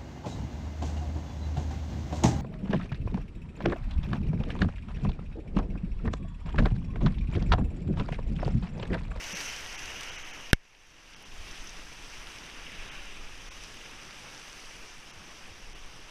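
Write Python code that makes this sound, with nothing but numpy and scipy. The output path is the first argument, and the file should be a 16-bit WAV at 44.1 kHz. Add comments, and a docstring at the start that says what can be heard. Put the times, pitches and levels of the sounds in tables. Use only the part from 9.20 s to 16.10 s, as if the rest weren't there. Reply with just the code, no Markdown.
"""A mountain creek in whitewater, heard from a microphone in a waterproof case on a floating tube.
Foam hiss, ringing bubbles and bursting droplets rush all around, first in a breaking wave, then in a choppy run.
Close to the case, noise bursts make splashes, sinking tones make waves slapping the tube, and low noise the buffeting.
One sharp knock rings the case and overloads the microphone; the gain control ducks the creek for almost a second."""
import sys
import numpy as np
from scipy import signal
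from scipy.fft import rfft, irfft
from scipy.io import wavfile
from scipy.ndimage import uniform_filter1d, minimum_filter1d

SR = 44100
rng = np.random.default_rng(int(sys.argv[2]) if len(sys.argv) > 2 else 0)


def bounce(signal):
    """Save signal as a 16-bit WAV file at the path given by the first command-line argument."""
    frames = np.transpose(np.atleast_2d(signal))
    limited = np.clip(frames, -1, 1)
    pcm = np.round(limited * 32767).astype(np.int16)
    wavfile.write(sys.argv[1], SR, pcm)


N = 304290
TIME = np.arange(N) / SR  # seconds

# spectrum of the water through the case, in the choppy run below the wave: f/Hz, relative density/dB
RUN_SPECTRUM = [(59, -29), (100, -0.5), (232, -3), (368, -3.5), (610, -6.5), (1510, -5), (1640, -4),
                (2020, -4.5), (2710, -1.5), (4220, -11.5), (4780, -7), (6030, -4.5), (6840, -15.5),
                (9570, -18), (15200, -33.5)]


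def gain_of(db):
    """Decibels to gain."""
    return 10 ** (np.asarray(db) / 20)


def evened(x):
    """Scales to rms 1."""
    return x / np.sqrt(np.mean(x ** 2) + 1e-20)


def colour(points, hz):
    """Gain at hz of a spectrum given as (Hz, dB) points, joined along log frequency."""
    f, db = np.transpose(points)
    return gain_of(np.interp(np.log(hz + 1), np.log(f + 1), db))


def filtered(x, response):
    """Filters x by a gain that is a function of frequency."""
    hz = np.fft.rfftfreq(len(x), 1 / SR)
    return irfft(rfft(x) * response(hz), len(x))


def between(x, low_hz, high_hz):
    """The part of x between two frequencies."""
    return filtered(x, lambda hz: (hz >= low_hz) & (hz < high_hz))


def add(mix, s, sound):
    """Mixes a sound in at s seconds, cut off at the end of the mix."""
    part = mix[round(s * SR):][:len(sound)]
    part += sound[:len(part)]


def foam(patchy_db, flicker_db):
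    """Countless far bubbles merge into a hiss that swells in patches and flickers as crests break."""
    hiss = signal.stft(rng.standard_normal(N), nperseg=256, noverlap=192)[2]
    # patches are smooth in time and pitch; the flicker moves all pitches together
    patches = uniform_filter1d(rng.standard_normal(hiss.shape), size=30, axis=1)
    patches = uniform_filter1d(patches, size=5, axis=0)
    flicker = uniform_filter1d(rng.standard_normal(hiss.shape[1]), size=12)
    hiss = hiss * gain_of(patchy_db * evened(patches) + flicker_db * evened(flicker))
    return evened(signal.istft(hiss, nperseg=256, noverlap=192)[1][:N])


def bubbles(per_s, low_hz, high_hz, cycles, rise, spread_db, count=36):
    """Bubbles of many sizes ring for a few cycles, rising in pitch as they near the surface."""
    out = np.zeros(N)
    pitches = np.geomspace(low_hz, high_hz, count)
    for hz in pitches:
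        age = np.arange(0, 6, hz / (cycles * SR))  # in decay times
        turns = cycles * age * (1 + rise * age)
        ring = np.exp(-age) * np.sin(2 * np.pi * turns)
        born = rng.random(N) < per_s * hz / pitches.sum() / SR  # small ones are the most common
        excess = np.minimum(rng.standard_exponential(N)[born], 4)
        pops = np.zeros(N)
        pops[born] = gain_of(spread_db * excess)
        out += signal.oaconvolve(pops, ring / np.linalg.norm(ring))[:N]
    return evened(out - out.mean())


def rapids():
    """Foam, bubbles and droplets; rush and spray swell as the tube drifts past, and the churn follows the rush."""
    # spectrum of the water through the case, inside the breaking wave: f/Hz, relative density/dB
    wave_spectrum = [(120, -3), (200, -6.5), (298, -3.5), (420, -5), (452, -4), (552, -5), (1490, -5.5),
                     (1730, -3.5), (2920, -1), (3500, -10.5), (4120, -12), (6030, -3), (7100, -16.5),
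                     (12000, -23), (15200, -34)]
    # water along the ride, before the trims: t/s, rush of foam level/dB, spray level/dB
    flow = [(0.0, -44, -47), (0.2, -40.5, -42.0), (0.42, -45.0, -48), (0.85, -43.5, -49.5),
            (1.3, -49, -54.5), (2.15, -50, -53.5), (2.35, -48.5, -52.5), (2.68, -51.0, -54),
            (2.98, -49.5, -52.5), (3.3, -49.5, -54), (3.66, -46.0, -54.0), (4.1, -50.5, -55),
            (4.5, -50.0, -53.0), (4.75, -50.0, -55), (5.42, -50.5, -52.5), (5.8, -52.5, -55.5),
            (6.9, -53, -57.5)]
    rush_trim_db, spray_trim_db = 0.33, 0.13
    churn_mean_db, churn_follows = -53.5, 0.54  # share of the rush's swells that the churn follows

    ringing = bubbles(per_s=2800, low_hz=705, high_hz=7050, cycles=9.4, rise=0.016, spread_db=4.0)
    droplets = bubbles(per_s=350, low_hz=3670, high_hz=13200, cycles=1.1, rise=.01, spread_db=6.5)
    water = foam(patchy_db=1.13, flicker_db=0.55)
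    water = water + gain_of(-11.5) * ringing + gain_of(-13.0) * droplets

    in_wave = np.interp(TIME, [1.2, 2.1], [1, 0])  # the tube leaves the breaking wave behind
    near = filtered(water, lambda hz: colour(wave_spectrum, hz))
    below = filtered(water, lambda hz: colour(RUN_SPECTRUM, hz))
    water = in_wave * near + (1 - in_wave) * below

    s, *levels_db = np.transpose(flow)
    rush_db, spray_db = (np.interp(TIME, s, db) for db in levels_db)
    churn_db = churn_mean_db + churn_follows * (rush_db - rush_db.mean())
    churn = evened(between(water, 60, 1300)) * gain_of(churn_db)
    rush = evened(between(water, 1300, 4000)) * gain_of(rush_db + rush_trim_db)
    spray = evened(between(water, 4000, SR)) * gain_of(spray_db + spray_trim_db)
    return churn + rush + spray


def buffeting():
    """Air and the rocking ride push on the case: a lumpy rumble."""
    # spectrum of the rumble: f/Hz, relative density/dB
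    rumble_spectrum = [(4, 2), (12, -0.5), (22, 2), (42, -9.5), (70, -14.5), (110, -26), (200, -30),
                       (600, -100)]
    # how hard the ride rocks the case, before the trim: t/s, level/dB
    rocking = [(0.0, -57), (0.2, -52.5), (0.5, -50.5), (1.15, -52), (2.1, -51.5), (2.24, -44),
               (2.42, -50.5), (2.9, -49), (3.2, -53), (3.55, -47), (4.1, -47), (5.05, -59.5), (5.6, -54.5),
               (6.2, -54.5), (6.5, -49.0), (6.9, -53.5)]
    trim_db = 4
    s, db = np.transpose(rocking)
    rumble = evened(filtered(rng.standard_normal(N), lambda hz: colour(rumble_spectrum, hz)))
    return rumble * gain_of(trim_db + np.interp(TIME, s, db))


def splashes():
    """Near splashes are short bursts of spray; big ones sound low and linger, fine ones are high and brief."""
    # splashes close to the case, and one low burst at 0.140 s that rings over the first wave's slap: t/s,
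    # starting level/dB, centre f/Hz, spread/octaves
    near_splashes = [(0.04, -35, 4500, 0.93), (0.044, -43.5, 790, .3), (0.140, -46.5, 525, 0.12),
                     (0.209, -36, 5500, 0.88), (0.593, -37, 4500, 1.5), (0.657, -38, 7000, .9),
                     (0.809, -36, 7000, 1.7), (0.833, -37, 3500, 2.7), (2.024, -49, 12000, .3),
                     (2.442, -52, 12000, 0.26), (2.472, -40, 5700, 0.17), (2.493, -38.5, 6100, .26),
                     (3.466, -42, 2900, .2), (4.437, -41.5, 6000, 0.89), (4.612, -44, 3070, 0.23)]
    usual_decay_s, usual_hz, size_law = 0.0041, 5000, 0.65  # lower ones last longer by this power
    out, t = np.zeros(N), np.arange(SR // 10) / SR
    for s, db, centre_hz, octaves in near_splashes:
        def response(hz):
            off_centre = np.log2((hz + 1) / centre_hz) / octaves
            return colour(RUN_SPECTRUM, hz) * np.exp(-.5 * off_centre ** 2)
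        burst = evened(filtered(rng.standard_normal(len(t)), response))
        decay_s = usual_decay_s * (usual_hz / centre_hz) ** size_law
        add(out, s, gain_of(db) * burst * np.exp(-t / decay_s))
    return out


def slaps():
    """The air-filled tube answers each wave with a soft thump that sinks in pitch as its skin relaxes."""
    # waves slapping the tube: t/s, peak level of the swell/dB, starting f/Hz, rise and decay time/s
    wave_slaps = [(0.131, -38, 200, .008), (2.188, -47, 88, .013), (5.967, -49, 92, .013),
                  (6.305, -49, 91, .013)]
    out, t = np.zeros(N), np.arange(SR // 5) / SR
    for s, db, hz, decay_s in wave_slaps:
        turns = np.cumsum(hz * np.exp(-t / .11)) / SR
        swell = t / decay_s * np.exp(1 - t / decay_s)
        add(out, s, gain_of(db) * swell * np.sin(2 * np.pi * turns))
    return out


def dipped(x):
    """The level dips briefly now and then, most in the treble and not in the bass."""
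    # brief dips: t/s, depth in the treble/dB
    dips = [(0.142, 12), (0.569, 12), (0.908, 11), (0.975, 11), (1.038, 12), (1.124, 12), (1.955, 13),
            (2.044, 12), (3.705, 13), (4.300, 22), (5.923, 14), (6.543, 16)]
    length_s, middle_spared_db = 0.016, 13  # the middle sinks this much less than the treble
    s, treble_db = np.transpose(dips)
    middle_db = np.maximum(treble_db - middle_spared_db, 0)
    shape = np.exp(-(2 * (TIME[:, None] - s) / length_s) ** 4)  # one flat-topped bump a dip
    bass = between(x, 0, 400)
    middle = between(x, 400, 3400) + between(x, 5300, 6500)  # the two humps of the case's response
    treble = x - bass - middle
    return bass + middle * gain_of(-shape @ middle_db) + treble * gain_of(-shape @ treble_db)


def knock(level_db, push_db, push_s, contact_hz, leak_hz):
    """A blow squeezes the air in the case and rings its shell; the pressure swings back as it leaks."""
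    # what the case rings with: f/Hz, relative starting level/dB, time to fall by 60 dB/s
    case_rings = [(760, -15.8, 0.0033), (1580, -2.0, 0.0069), (2100, -25.0, 0.0263), (2220, -34.9, 0.0534),
                  (2740, -17.3, 0.0148), (3130, -13.1, 0.0087), (3570, -11.9, 0.0062),
                  (4620, -43.2, 0.0348), (5300, -10.5, 0.0053), (7280, -29.2, 0.0076), (9460, -8.4, 0.0019),
                  (12920, -22.4, 0.0033)]
    knock_s, rattle_db, rattle_s = 1.3316, -32.5, .0055  # start; relative level and decay of the shiver
    t = np.arange(SR // 4) / SR
    shell = sum(gain_of(db - 60 * t / t60) * np.cos(2 * np.pi * hz * t) for hz, db, t60 in case_rings)
    pressure = -(gain_of(push_db) * np.exp(-t / push_s) + shell)
    pressure = signal.lfilter(*signal.butter(2, contact_hz, fs=SR), pressure)  # a hard, brief contact

    # the mount shivers
    shiver = filtered(rng.standard_normal(len(t)), lambda hz: colour(RUN_SPECTRUM, hz) / (1 + hz / 3000))
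    pressure = pressure + gain_of(rattle_db) * evened(shiver) * np.exp(-t / rattle_s)

    leak = signal.butter(1, leak_hz, "high", fs=SR)
    leaked = signal.lfilter(*leak, signal.lfilter(*leak, pressure))
    out = np.zeros(N)
    add(out, knock_s, gain_of(level_db) * leaked)
    return out


def scene():
    """The creek around the tube, and the knock on the case."""
    creek = dipped(rapids() + splashes()) + slaps() + buffeting()
    blow = knock(level_db=18, push_db=-2.4, push_s=.0018, contact_hz=9500, leak_hz=13.7)
    return (creek + blow)[None]


def gain_control(x, threshold_db, share, recovery_db_per_s):
    """Looks a little ahead, turns down at once for a loud peak and recovers slowly."""
    power = abs(uniform_filter1d((x ** 2).mean(0), size=64))
    power_db = 10 * np.log10(power + 1e-12)
    cut_db = share * np.maximum(power_db - threshold_db, 0)
    cut_db = -minimum_filter1d(-cut_db, size=1260)  # reaches 14 ms either way
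    fall = recovery_db_per_s * TIME
    cut_db = np.maximum.accumulate(cut_db + fall) - fall
    return x * gain_of(-uniform_filter1d(cut_db, size=48))


def record(dry):
    """Microphone chain: gain control, overload just under full scale, then the band limit."""
    loud = gain_control(dry, threshold_db=-23.0, share=0.44, recovery_db_per_s=18.0)
    loud = np.clip(loud, -.93, .93)
    lowpass = signal.firwin(1023, 15300, window=("kaiser", 9), fs=SR)  # edge in Hz
    return signal.oaconvolve(loud, lowpass[None], "same")


dry = scene()
out = record(dry)
bounce(out)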